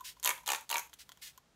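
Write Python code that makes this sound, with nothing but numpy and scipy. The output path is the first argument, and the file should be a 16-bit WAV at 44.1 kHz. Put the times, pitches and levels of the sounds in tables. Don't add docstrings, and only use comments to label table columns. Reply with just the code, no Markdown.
import sys
import numpy as np
from scipy import signal
from scipy.fft import rfft, irfft, next_fast_len
from scipy.io import wavfile
from scipy.ndimage import uniform_filter1d, map_coordinates

SR = 44100
rng = np.random.default_rng(int(sys.argv[2]) if len(sys.argv) > 2 else 0)


def voltage_ratio(decibels):
    exponent = np.asarray(decibels, float) / 20
    return 10 ** exponent


def waveform_to_disk(signal):
    frames = np.transpose(np.atleast_2d(signal))
    scaled = np.clip(frames, -1, 1) * 32767
    samples = np.round(scaled).astype(np.int16)
    wavfile.write(sys.argv[1], SR, samples)


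N = 68355


def along(points, hz):
    f, v = np.transpose(points)
    return np.interp(np.log(hz + 1), np.log(f + 1), v)


def coloured(spectrum):
    m = next_fast_len(N + 8192)
    gain = voltage_ratio(along(spectrum, np.fft.rfftfreq(m, 1 / SR)))
    x = irfft(rfft(rng.standard_normal(m)) * gain, m)[:N]
    return x / np.std(x)


def wobble(rate_hz):
    knots = rng.standard_normal(int(N * rate_hz / SR) + 4)
    return map_coordinates(knots, [np.arange(N) * rate_hz / SR])


def add(out, s, sound):
    out[round(s * SR):][:len(sound)] += sound


# [f/Hz, level/dB per Hz]
AIR_SPECTRUM = [(53, -45), (119, -4), (300, -13), (900, -15), (3000, -22), (7000, -25), (10000, -32),
                (16500, -39)]
# [f/Hz, level/dB per Hz]
HUM_SPECTRUM = [(25, -37.5), (40, -17), (54, -8.5), (70, -12), (95, -29.5), (140, -120)]
# [f/Hz, level/dB per Hz]
HISS_SPECTRUM = [(1000, -16), (3000, 2), (8000, -4.5), (16000, -5.5)]
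AIR_DB, HUM_DB, HISS_DB = -71, -76.5, -72.5
HISS_END_S, HISS_FADE_S = 1.423, 0.068


def steady_floor():
    hiss_gate = np.clip((HISS_END_S - np.arange(N) / SR) / HISS_FADE_S, 0, 1)
    air = voltage_ratio(AIR_DB) * coloured(AIR_SPECTRUM)
    hum = voltage_ratio(HUM_DB) * coloured(HUM_SPECTRUM)
    return air + hum + voltage_ratio(HISS_DB) * hiss_gate * coloured(HISS_SPECTRUM)


SCATTER_DB, DETUNE = 2, .025


def ring(modes, pitch_hz, attack_s, luck):
    t = np.arange(SR // 10) / SR
    out = np.zeros(len(t))
    for (ratio, db, t60_s), (a, b) in zip(modes, luck):
        decay = voltage_ratio(db + SCATTER_DB * a - 60 * t / t60_s)
        out += decay * np.sin(2 * np.pi * pitch_hz * ratio * (1 + DETUNE * b) * t)
    return (1 - np.exp(-t / attack_s)) ** 2 * out


# [f/Hz, level/dB, t60/s]
HEAD_MODES = [(4260, -3, 0.0018), (7050, 0.5, 0.0021), (8000, 0, 0.00093), (12010, -1.5, 0.0023),
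              (14100, -14, 0.0004)]
# [t/s, f/Hz]
GRIP_PITCH = [(.0, 1010), (.3, 1000), (.5, 920), (.75, 930), (1.1, 1000), (1.4, 1040)]
SNAP_DB, SNAP_T60_S = -12, .004


def contacts(rows, middle, middle_hz, body, attack_s, gain_db, variety):
    out, luck = np.zeros(N + SR), rng.standard_normal((len(rows), 3, 5, 2))
    t = np.arange(SR // 100) / SR
    snaps = np.diff(rng.standard_normal((len(rows), len(t) + 1))) * voltage_ratio(SNAP_DB - 60 * t / SNAP_T60_S)
    for (s, crack_db, middle_db, bottle_db), hz, z, snap in zip(rows, middle_hz, luck, snaps):
        bottle_hz = np.interp(s, *np.transpose(GRIP_PITCH))
        add(out, s, voltage_ratio(crack_db) * snap)
        add(out, s, voltage_ratio(crack_db - 1.5) * ring(HEAD_MODES, 0.96, .00005, variety * z[0]))
        add(out, s, voltage_ratio(middle_db + 3) * ring(middle, hz, 0.0001, variety * z[1]))
        add(out, s, voltage_ratio(bottle_db + gain_db) * ring(body, bottle_hz, attack_s, .25 * z[2]))
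    return out[:N]


# [t/s, crack/dB, cap/dB, bottle/dB]
TICKS = [(0.008, -38, -51.5, -37.5), (0.1673, -70, -53, -52), (0.1987, -38.5, -55, -61),
         (0.3788, -39, -43, -44), (0.434, -47, -70, -49), (0.61, -35, -66, -56), (0.667, -52, -71, -73),
         (0.8958, -43.5, -56, -70), (0.9315, -46, -42.5, -72), (0.936, -38, -73, -63),
         (0.9395, -33.5, -57, -79), (1.0922, -36, -39.5, -48.5), (1.1189, -37, -40.5, -77),
         (1.1232, -43.5, -67, -61), (1.1736, -44.5, -51.5, -56), (1.3772, -37.5, -48.5, -45.5)]
# [t/s, crack/dB, cap/dB, bottle/dB]
OPENING_KNOCK = (.0001, -52, -62, -50)
# [f/Hz, level/dB, t60/s]
CAP_MODES = [(3300, 0, .006), (1950, -6, .006), (1550, -7, .006), (4000, -6, .003), (2600, -8, .004)]
# [ratio to pitch, level/dB, t60/s]
KNOCKED_BOTTLE_MODES = [(1.001, -1, .018), (1.45, -12, .012), (3.55, -19, .015)]


def ticks():
    rows = TICKS + [OPENING_KNOCK]
    unit_pitch = np.ones(len(rows))
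    return contacts(rows, CAP_MODES, unit_pitch, KNOCKED_BOTTLE_MODES, 0.0051, 20.5, 0.74)


# [start t/s, hold/s, release/s, level/dB]
PUFFS = [
    (0.038, 0.058, 0.084, -47.5),
    (0.981, 0.037, 0.094, -55),
    (1.211, 0.068, 0.12, -50),
]
# [f/Hz, level/dB per Hz]
MIST_SPECTRUM = [(410, -64), (700, -27.5), (934, -26.5), (1730, -7), (3410, -4.5), (4860, -5),
                 (11800, -11.5), (16000, -13)]
PUFF_ATTACK_S, SAG_DB_PER_S = 0.016, 53


def mist():
    t = np.arange(N) / SR
    pressure = np.zeros(N)
    for s, hold_s, release_s, db in PUFFS:
        sag_db = SAG_DB_PER_S * np.clip(t - s, 0, None)
        bleed_db = 60 * np.clip(t - s - hold_s, 0, None) / release_s
        pressure += voltage_ratio(db - sag_db - bleed_db) * np.clip((t - s) / PUFF_ATTACK_S, 0, 1) ** 1.1
    droplets = voltage_ratio(0.8 * wobble(1500) + 0.44 * wobble(93.7))
    return voltage_ratio(3) * pressure * droplets * coloured(MIST_SPECTRUM)


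# [start t/s, end t/s, scrape/dB, final neck f/Hz]
STROKES = [
    (.229, .315, -47, 2100),
    (.461, .562, -48, 2400),
    (.693, .80, -49, 2100),
]
NECK_START_HZ, NECK_FALL_S = 4190, 0.025


def neck_hz(s):
    start, _, _, end_hz = max(row for row in STROKES if row[0] - .005 < s)
    return end_hz + (NECK_START_HZ - end_hz) * np.exp(-(s - start) / NECK_FALL_S)


# [t/s, crack/dB, neck/dB, bottle/dB]
SLIPS = [(0.2294, -25.5, -37.5, -46.5), (0.2344, -22.5, -37, -59), (0.241, -20, -28, -63),
         (0.2473, -13.5, -36, -32.5), (0.2593, -10.5, -19, -26), (0.2752, -9.5, -15, -27.5),
         (0.2921, -12, -16.5, -27.5), (0.3049, -19, -18, -42), (0.3106, -28, -23.5, -31),
         (0.4616, -25.5, -43, -47), (0.4685, -27, -30.5, -47), (0.4774, -14.5, -28, -27),
         (0.4895, -18.5, -18.5, -25), (0.5035, -17.5, -24.5, -25.5), (0.5189, -14, -18, -24.5),
         (0.5335, -18, -18.5, -24), (0.548, -22, -20, -39), (0.5601, -24.5, -31.5, -75),
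         (0.6931, -23.5, -35, -48.5), (0.7017, -20, -25.5, -33.5), (0.7135, -15.5, -23.5, -26.5),
         (0.7274, -26, -20, -27.5), (0.7428, -17.5, -25.5, -24.5), (0.7568, -28, -17.5, -34),
         (0.7688, -21, -27.5, -28.5), (0.7816, -18, -23.5, -60), (0.794, -22, -28, -35.5)]
# [t/s, level/dB, f/Hz]
COIL_CATCHES = [(0.2556, -19, 3100), (0.2709, -21, 2830), (0.2867, -23.5, 2250), (0.4737, -29, 3380),
                (0.4862, -28.5, 2940), (0.501, -17.5, 2390), (0.5161, -27, 2013), (0.5313, -41, 2600),
                (0.5467, -49, 2450), (0.7101, -25.5, 2920), (0.7246, -59, 2430), (0.7403, -27, 3840),
                (0.7565, -23.5, 2410)]
# [ratio to pitch, level/dB, t60/s]
NECK_MODES = [(1.01, -2, .006), (.78, -7, .005), (1.45, -6, .004), (.6, -8, .004)]
# [ratio to pitch, level/dB, t60/s]
BOTTLE_MODES = [(1.001, -3, 0.037), (1.223, -6.5, 0.026), (0.645, -8.5, 0.018), (0.3, -14, 0.0056)]
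# [f/Hz, level/dB per Hz]
SCRAPE_SPECTRUM = [(180, -53), (300, -26.5), (762, -18), (930, -7.5), (1340, -7.5), (2480, -7.5),
                   (4990, -21.5), (11700, -15), (16000, -35)]


def piston():
    catches, push, t = np.zeros(N + SR), np.zeros(N), np.arange(N) / SR
    for (s, db, hz), z in zip(COIL_CATCHES, rng.standard_normal((len(COIL_CATCHES), 4, 2))):
        add(catches, s, voltage_ratio(db + 3.5) * ring(NECK_MODES, hz, 0.00018, .5 * z))
    for start, end, db, _ in STROKES:
        push += voltage_ratio(db) * np.clip((t - start) / 0.049, 0, 1) * np.clip((end - t) / 0.0045, 0, 1)
    scrape = push * voltage_ratio(2 * wobble(500)) * coloured(SCRAPE_SPECTRUM)
    pitch_hz = [neck_hz(row[0]) for row in SLIPS]
    return catches[:N] + scrape + contacts(SLIPS, NECK_MODES, pitch_hz, BOTTLE_MODES, .0005, 3, .8)


# [f/Hz, t60/s]
ROOM_DECAY = [(300, 0.23), (1000, 0.31), (3000, .28), (8000, 0.28), (15000, 0.28)]
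# [delay t/s, level/dB]
NEAR_SURFACES = [(.0028, -14.5), (.0047, -19.5), (.0085, -25)]
WET_DB, EARLY_DB, EARLY_T60_S = -7, -8, .035


def room(x):
    hz, t, z = signal.stft(rng.standard_normal(SR // 2), SR, nperseg=256)
    decay = voltage_ratio(-60 * t / along(ROOM_DECAY, hz)[:, None])
    tail = signal.istft(z * decay, SR, nperseg=256)[1]
    early = rng.standard_normal(len(tail)) * voltage_ratio(-60 * np.arange(len(tail)) / SR / EARLY_T60_S)
    diffuse = voltage_ratio(WET_DB) * tail / np.linalg.norm(tail) + voltage_ratio(EARLY_DB) * early / np.linalg.norm(early)
    answer = np.pad(diffuse, (80, 0))
    for s, db in NEAR_SURFACES:
        answer[round(s * SR)] += voltage_ratio(db)
    return x + signal.fftconvolve(x, answer)[:N]


def scene():
    dry = ticks() + mist() + piston()
    part = np.floor((np.arange(N) / SR + .01) / .235)
    return sum(room(dry * (part == k)) for k in np.unique(part))[None]


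GATE_DB, GATE_SLOPE, GATE_DEPTH_DB, GATE_S = -58, 1.5, 10, .008


def suppress(x):
    power = np.abs(uniform_filter1d(x ** 2, round(GATE_S * SR), axis=1))
    level_db = 10 * np.log10(power + 1e-12)
    return x * voltage_ratio(-np.clip(GATE_SLOPE * (GATE_DB - level_db), 0, GATE_DEPTH_DB))


LOW_CUT_HZ, TOP_HZ = 300, 15900


def band_limit(x):
    return signal.sosfilt(signal.butter(12, 16990, fs=SR, output="sos"), x)


def record(dry):
    hz = np.fft.rfftfreq(2 * N, 1 / SR)
    low_cut = (1j * hz / (LOW_CUT_HZ + 1j * hz)) ** 2
    top_cut = np.clip((TOP_HZ + 150 - hz) / 500, 0, 1) ** 2
    both = rfft(suppress(dry), 2 * N) * low_cut + rfft(steady_floor(), 2 * N)
    return band_limit(irfft(both * top_cut, 2 * N)[:, :N])


dry = scene()
out = record(dry)
waveform_to_disk(out)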